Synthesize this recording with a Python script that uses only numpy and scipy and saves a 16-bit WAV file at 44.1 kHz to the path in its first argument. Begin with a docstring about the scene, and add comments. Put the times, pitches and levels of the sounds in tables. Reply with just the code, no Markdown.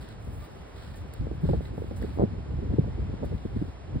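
"""Gusty wind buffets a phone on a grassy pond bank: a low rumble, with dull pops as eddies hit its ports.
A few steps away an angler pulls a rod from its ground holder with a hiss and a thin friction squeak,
steps through rustling grass and handles the reel, which clicks and knocks.
Something chirps twice far away, over the steady hiss of far trees and rippled water."""
import sys
import numpy as np
from scipy import signal
from scipy.fft import rfft, irfft
from scipy.io import wavfile
from scipy.ndimage import uniform_filter1d

SR = 44100
rng = np.random.default_rng(int(sys.argv[2]) if len(sys.argv) > 2 else 0)


def dump(signal):
    """Clip the signal to [-1, 1] and save it as 16-bit WAV at the path in sys.argv[1]."""
    limited = np.clip(np.atleast_2d(signal).T, -1, 1)
    pcm = np.round(limited * 32767).astype(np.int16)
    wavfile.write(sys.argv[1], SR, pcm)


N = 176400

# Wind strength right at the phone, on the open bank: time_s, relative_level_db
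GUSTS = [(0,-40.5), (.11,-49.5), (.33,-42), (.41,-44), (.48,-49.5), (.8,-49), (.92,-42.5), (1.17,-44.5),
         (1.21,-32.5), (1.28,-38.5), (1.41,-40.5), (1.46,-32.5), (1.55,-29), (1.6,-37), (1.8,-39),
         (2.0,-41.5), (2.05,-34), (2.125,-49), (2.175,-41), (2.2,-28), (2.29,-36.5), (2.334,-33),
         (2.36,-43.5), (2.39,-35), (2.45,-42), (2.51,-32), (2.92,-34.5), (3.02,-36), (3.15,-34.5),
         (3.186,-38), (3.22,-28.5), (3.35,-32.5), (3.41,-42), (3.54,-36.5), (3.57,-34.5), (3.68,-40.5),
         (3.76,-50), (3.88,-39.5), (3.91,-37), (3.965,-29), (4,-47.5)]
# Colour of the wind on the microphone: frequency_hz, gain_db
RUMBLE_SPECTRUM = [(15, -24.5), (30, -25), (48, -2.5), (64, -1), (100, -4.5), (160, -11), (300, -22.5),
                   (550, -48), (1000, -49.5), (2500, -83.5)]


def wind(t):
    """Rumble and small fluttering eddies follow the gusts; both channels share the deepest part."""
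    f, gust_db = freqs(), np.interp(t, *np.array(GUSTS).T)
    rumble = noise(colour(RUMBLE_SPECTRUM), side=0.45 * f / np.hypot(f, 60))
    rumble_db = gust_db + 3.5 + 2.5 * wander(22.03)
    flutter_db = 6.5 * np.minimum(wander(50), 1.37)  # capped, so small eddies stay small
    eddies = noise(band(f, low_hz=161, high_hz=423, order=4.2), side=0.44, drive=undb(flutter_db))
    eddy_db = gust_db.mean() + 0.69 * (gust_db - gust_db.mean()) - 9.5
    return rumble * undb(rumble_db) + eddies * undb(eddy_db)


# Strong eddies striking the microphone: start_s, length_s, relative_peak_db, upper_edge_hz
STRONG_EDDIES = [(.272, 0.0028, -27.5, 390), (1.207, 0.026, -27, 250), (1.269, 0.0019, -18.5, 540),
                 (1.313, 0.0024, -21, 500), (1.433, 0.012, -14.5, 223), (1.451, 0.0046, -20, 424),
                 (1.49, 0.0045, -14, 636), (1.498, 0.014, -16.5, 370), (1.533, 0.0037, -12, 630),
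                 (1.543, 0.0025, -17.5, 520), (1.607, 0.0025, -20, 576), (1.779, 0.0033, -21, 646),
                 (1.819, 0.0008, -19, 555), (1.843, .0031, -23, 416), (1.911, 0.0042, -22.5, 540),
                 (2.022, 0.0029, -20.5, 533), (2.038, 0.0099, -21, 450), (2.174, .003, -21, 443),
                 (2.187, 0.0026, -16, 800), (2.196, 0.0022, -9, 560), (2.204, 0.017, -13, 680),
                 (2.221, 0.0089, -12.5, 468), (2.23, 0.0073, -9, 480), (2.239, .011, -15.5, 375),
                 (2.588, 0.012, -26, 420), (2.62, 0.059, -28.5, 387), (2.726, .002, -28, 600),
                 (2.735, 0.01, -17, 358), (2.784, 0.0029, -9, 392), (2.789, .003, -9, 175),
                 (2.842, 0.0034, -25, 640), (2.873, 0.011, -25, 510), (2.981, .0074, -27.5, 350),
                 (3.091, 0.0058, -25.5, 402), (3.129, 0.011, -23.5, 373), (3.226, .017, -18.5, 616),
                 (3.32, 0.0091, -23, 535), (3.452, 0.0086, -20, 370), (3.561, 0.0083, -19, 322),
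                 (3.615, 0.0096, -17.5, 358), (3.682, .0032, -28.5, 380), (3.954, 0.0026, -24.5, 487),
                 (3.956, 0.0025, -15, 220)]


def buffets(size=8192, count=24, pulses_per_s=220, release_s=0.0028):
    """A strong eddy is one pressure pulse or a short uneven volley, rounded by the port to a dull pop."""
    out = np.zeros((2, N))
    low_cut = signal.butter(2, 85, "high", fs=SR, output="sos")
    for start, length, db, edge_hz in STRONG_EDDIES:
        gaps = 0.5 + rng.random(count)
        scatter, side, sign = rng.standard_normal((3, count))
        pulse_s = (np.cumsum(gaps) - gaps[0]) / pulses_per_s
        envelope = np.exp(-np.maximum(pulse_s - length, 0) / release_s)
        balance = (1 + 0.36 * np.array([side, -side])) * pan_right(db=1)
        pressure = envelope * np.sign(sign) * undb(2 * scatter) * balance
        pulses = np.zeros((2, size))
        positions = np.minimum(pulse_s * SR, size - 1).astype(int)
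        pulses[:, positions] = unit(pressure) * np.sqrt(np.mean(envelope ** 2))
        port = np.vstack([signal.butter(5, edge_hz, fs=SR, output="sos"), low_cut])
        pop_peak = np.abs(signal.sosfilt(port, signal.unit_impulse(size))).max()
        add(out, start, undb(db - 4) * signal.sosfilt(port, pulses) / pop_peak)
    return out


# Steps in the grass and moving clothes, a few steps from the phone: start_s, length_s, level_db
STEPS = [(0, 0.12, -59), (0.398, 0.043, -61), (0.754, 0.13, -56), (0.926, 0.087, -68), (1.122, 0.059, -63),
         (1.435, 0.11, -58), (1.613, 0.065, -65), (1.81, 0.19, -67), (2.004, 0.081, -60.5),
         (3.227, 0.24, -66.5), (3.552, 0.14, -67)]
# Colour of grass and cloth at that distance: frequency_hz, gain_db
GRASS_SPECTRUM = [(500, -17), (1500, 11.5), (2500, 2.5), (4000, 4.5), (5200, 0.5), (6300, -11.5),
                  (8000, -4.5), (10500, -11.5), (12500, -14), (16000, -10)]


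def grass_steps(t, snaps_per_s=62, snap_decay_s=0.0015):
    """Grass and cloth rustle unevenly, and single blades crackle as they snap."""
    envelope = sum(undb(db) * swell(t - start, length, attack_s=0.0076, release_s=0.055)
                   for start, length, db in STEPS)
    spectrum, width = colour(GRASS_SPECTRUM), colour(BANK_WIDTH)
    rustle = noise(spectrum, width, drive=undb(1.5 * wander(300))) * pan_right(db=2)
    snaps = (rng.random(N) < snaps_per_s / SR) * undb(10 * rng.random(N))
    snap_decays = signal.lfilter([1], [1, -np.exp(-1 / (snap_decay_s * SR))], snaps)
    crackle = noise(spectrum, width, drive=snap_decays)
    return envelope * (rustle + undb(-6.5) * crackle)


# The reel in the angler's hands, a few steps away: start_s, level_db
REEL_CLICKS = [(.088, -61), (1.1374, -50.5), (1.1405, -59), (2.0238, -58), (3.2435, -74), (3.255, -64.5),
               (3.2934, -74), (3.3583, -77)]
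# Resonances of its metal parts: pitch_hz, gain_db, t60_s
REEL_MODES = [(3920, -6, .012), (5140, -2.5, .008), (7100, -2, 0.0044), (9300, -6, 0.0053),
              (10540, -4, 0.0097), (11100, 4, 0.0099), (11440, 4, .009), (14300, -10, .007)]


def reel_clicks(crack_decay_s=0.003):
    """Each brief contact rings the reel's metal, with a bright crack of noise on top."""
    out = np.zeros((2, N))
    for start, db in REEL_CLICKS:
        metal = ring(REEL_MODES, contact_s=0.00075)
        bright_noise = np.diff(rng.standard_normal(len(metal) + 1)) / 2
        crack = bright_noise * np.exp(-np.arange(len(metal)) / SR / crack_decay_s)
        add(out, start, undb(db) * (metal + undb(-1) * crack))
    return out


# Rod and reel handle knocking, at the same spot: start_s, pitch_hz, level_db, t60_s
ROD_KNOCKS = [(0.088, 4160, -59, 0.0064), (1.653, 2000, -54, .03), (1.655, 3950, -57, .015),
              (2.027, 1730, -48.5, 0.0093)]


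def rod_knocks():
    """A softer, longer contact rings one resonance, duller than the clicks."""
    out = np.zeros((2, N))
    for start, hz, db, t60 in ROD_KNOCKS:
        knock = np.array([ring([(hz, 0, t60)], contact_s=0.0046) for _ in range(2)])
        add(out, start, undb(db) * knock * pan_right(db=-0.5))
    return out


# Rod sliding from its holder and line brushing the guides, nearby: start_s, length_s, level_db
ROD_SLIDES = [(0, 0.029, -63.5), (0.19, 0.33, -70), (0.277, 0.17, -76.5), (.54, 0.39, -75),
              (0.948, 0.025, -62.5), (1, .38, -77.5), (3.325, 0.4, -80), (1.403, 0.275, -70.5),
              (1.728, 0.5, -72.5), (1.956, 0.012, -61), (3.238, 0.018, -66)]
# Colour of that sliding at the phone: frequency_hz, gain_db
SLIDE_SPECTRUM = [(3000, -9.5), (6500, 1), (9800, 2.5), (12500, 0.5), (15600, 0), (17000, -18)]


def rod_slides(t):
    """Sliding tackle makes a thin hiss that wavers as it catches."""
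    envelope = sum(undb(db) * swell(t - start, length, attack_s=0.012, release_s=0.017)
                   for start, length, db in ROD_SLIDES)
    catch_db = 1.1 * wander(200) + 1.9 * wander(30)
    return envelope * noise(colour(SLIDE_SPECTRUM), side=0.054, drive=undb(catch_db))


# Resonances of the rod leaving its ground holder on the bank: pitch_hz, width_hz, gain_db
SQUEAK_MODES = [(9200, 90, -3), (10000, 130, -5), (13400, 120, -10), (14700, 80, -2), (15500, 130, -2)]


def rod_squeak(t, start_s=0.27, length_s=0.19, level_db=-70.5):
    """Friction rings a few narrow, very high resonances of the sliding rod."""
    resonances = sum(undb(db) / (1 + (2 * (freqs() - hz) / width) ** 2) for hz, width, db in SQUEAK_MODES)
    envelope = swell(t - start_s, length_s, attack_s=0.081, release_s=0.015)
    return undb(level_db) * envelope * noise(resonances, side=0.1)


# Calls far from the phone, perhaps a water bird: start_s, length_s, pitch_hz, level_db
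FAR_CHIRPS = [(0.417, 0.02, 1165, -49), (.935, 0.018, 1780, -57)]


def far_chirps(t):
    """Each short call is a wavering tone that rises a little, swells and fades."""
    out = 0
    for start, length, hz, db in FAR_CHIRPS:
        progress = np.clip((t - start) / length, 0, 1)
        pitch_hz = hz * (1 + 0.021 * progress + 0.0078 * wander(150))
        envelope = swell(t - start, length, attack_s=0.017, release_s=0.012)
        out = out + undb(db) * envelope * np.sin(2 * np.pi * np.cumsum(pitch_hz) / SR)
    return out


# Far trees and rippled water, heard from the bank: frequency_hz, gain_db
POND_SPECTRUM = [(40, -17), (150, -9), (400, -0.5), (700, -4), (1100, -9), (1800, -13), (2700, -16.5),
                 (4500, -24.5), (5300, -24), (6200, -27.5), (8000, -34.5), (10500, -38), (12500, -46.5),
                 (16000, -55)]
# Stereo width of this hiss and of the grass at the phone: frequency_hz, side_gain_db
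BANK_WIDTH = [(100, -16.5), (500, -1), (1000, 0.5), (2000, -8), (4500, 0.5), (6000, -33), (8000, -31.5),
              (16000, -33)]


def trees_and_water():
    """Far trees and ripples blend into a wide, smooth hiss that barely swells."""
    hiss = noise(colour(POND_SPECTRUM), colour(BANK_WIDTH))
    return hiss * undb(-50 + 0.5 * wander(4.87)) * pan_right(db=1)


def undb(db):
    """Decibels to gain."""
    return 10 ** (np.asarray(db) / 20)


def unit(x):
    """Scale to rms 1."""
    return x / np.sqrt(np.mean(x ** 2) + 1e-30)


def freqs():
    """Frequency of each spectral bin in Hz."""
    return np.maximum(np.arange(N // 2 + 1) * SR / N, 1)


def colour(points):
    """Gain per bin from (frequency_hz, gain_db) points."""
    hz, db = np.array(points, float).T
    return undb(np.interp(np.log(freqs()), np.log(hz), db))


def band(f, low_hz, high_hz, order):
    """Gain of a band with a soft lower edge; order sets how steep the upper edge is."""
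    return 1 / np.sqrt((1 + (low_hz / f) ** 4) * (1 + (f / high_hz) ** (2 * order)))


def noise(gain, side, drive=1):
    """Coloured stereo noise of rms 1; side scales the part that differs between the channels."""
    shared, apart = rfft(rng.standard_normal((2, N)) * drive) * gain
    return unit(irfft(np.array([shared + side * apart, shared - side * apart]), N))


def wander(rate_hz):
    """Smooth random drift of rms 1."""
    hold = max(int(SR / rate_hz), 2)
    stairs = np.repeat(rng.standard_normal(N // hold + 1), hold)
    return unit(uniform_filter1d(stairs, hold)[:N])


def swell(t, length_s, attack_s, release_s):
    """Attack, hold, exponential release."""
    return np.clip(t / attack_s, 0, 1) * np.exp(-np.maximum(t - length_s, 0) / release_s)


def pan_right(db):
    """Left and right gains, with the right db above the left."""
    return undb(np.array([[-db], [db]]) / 2)


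def add(out, start_s, x):
    """Mix a short sound in at a time."""
    i = max(int(start_s * SR), 0)
    out[:, i:i + x.shape[-1]] += x[..., :max(N - i, 0)]


def ring(modes, contact_s, size=6000):
    """Modes rung by a brief scratchy contact; rms 1 over the first 10 ms."""
    t = np.arange(size) / SR
    push = rng.standard_normal(size) * np.exp(-t / contact_s)
    ringing = np.zeros(size)
    for hz, db, t60 in modes:
        mode = np.sin(2 * np.pi * hz * t) * np.exp(-np.log(1000) * t / t60)
        ringing += undb(db) * unit(signal.fftconvolve(push, mode)[:size])
    return ringing / np.sqrt(np.mean(ringing[:440] ** 2))


def ports(x, left_lead_rad):
    """Sound meets the two microphone ports out of step: turn their phases apart, bin by bin."""
    return irfft(rfft(x) * np.exp(0.5j * np.array([left_lead_rad, -left_lead_rad])), N)


# Phase between the phone's two ports for sound from the bank: frequency_hz, left_lead_rad
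BANK_PHASE = [(100, -0.5), (600, -0.54), (1000, 0), (1900, 0.46), (2950, 3), (4400, 0), (5300, 2),
              (5900, 3), (6600, 3.5), (7200, 5), (8300, 6.5), (10000, 7), (11900, 9.5), (13200, 17),
              (14600, 13.5), (16000, 12)]


def scene():
    """Wind on the microphone ports, over the angler and the distant sounds of the pond."""
    t = np.arange(N) / SR
    blown = wind(t) + buffets()
    bank = trees_and_water() + grass_steps(t) + rod_slides(t) + rod_squeak(t)
    bank += reel_clicks() + rod_knocks() + far_chirps(t)
    wind_phase = -1.78 * np.tanh(freqs() / 286)  # the wind reaches the right port first
    bank_phase = np.interp(freqs(), *np.array(BANK_PHASE).T)
    return ports(blown, wind_phase) + ports(bank, bank_phase)


def record(dry, top_hz=15800):
    """The phone cuts the top steeply."""
    return signal.sosfilt(signal.ellip(10, 0.2, 80, top_hz, fs=SR, output="sos"), dry)


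dry = scene()
out = record(dry)
dump(out)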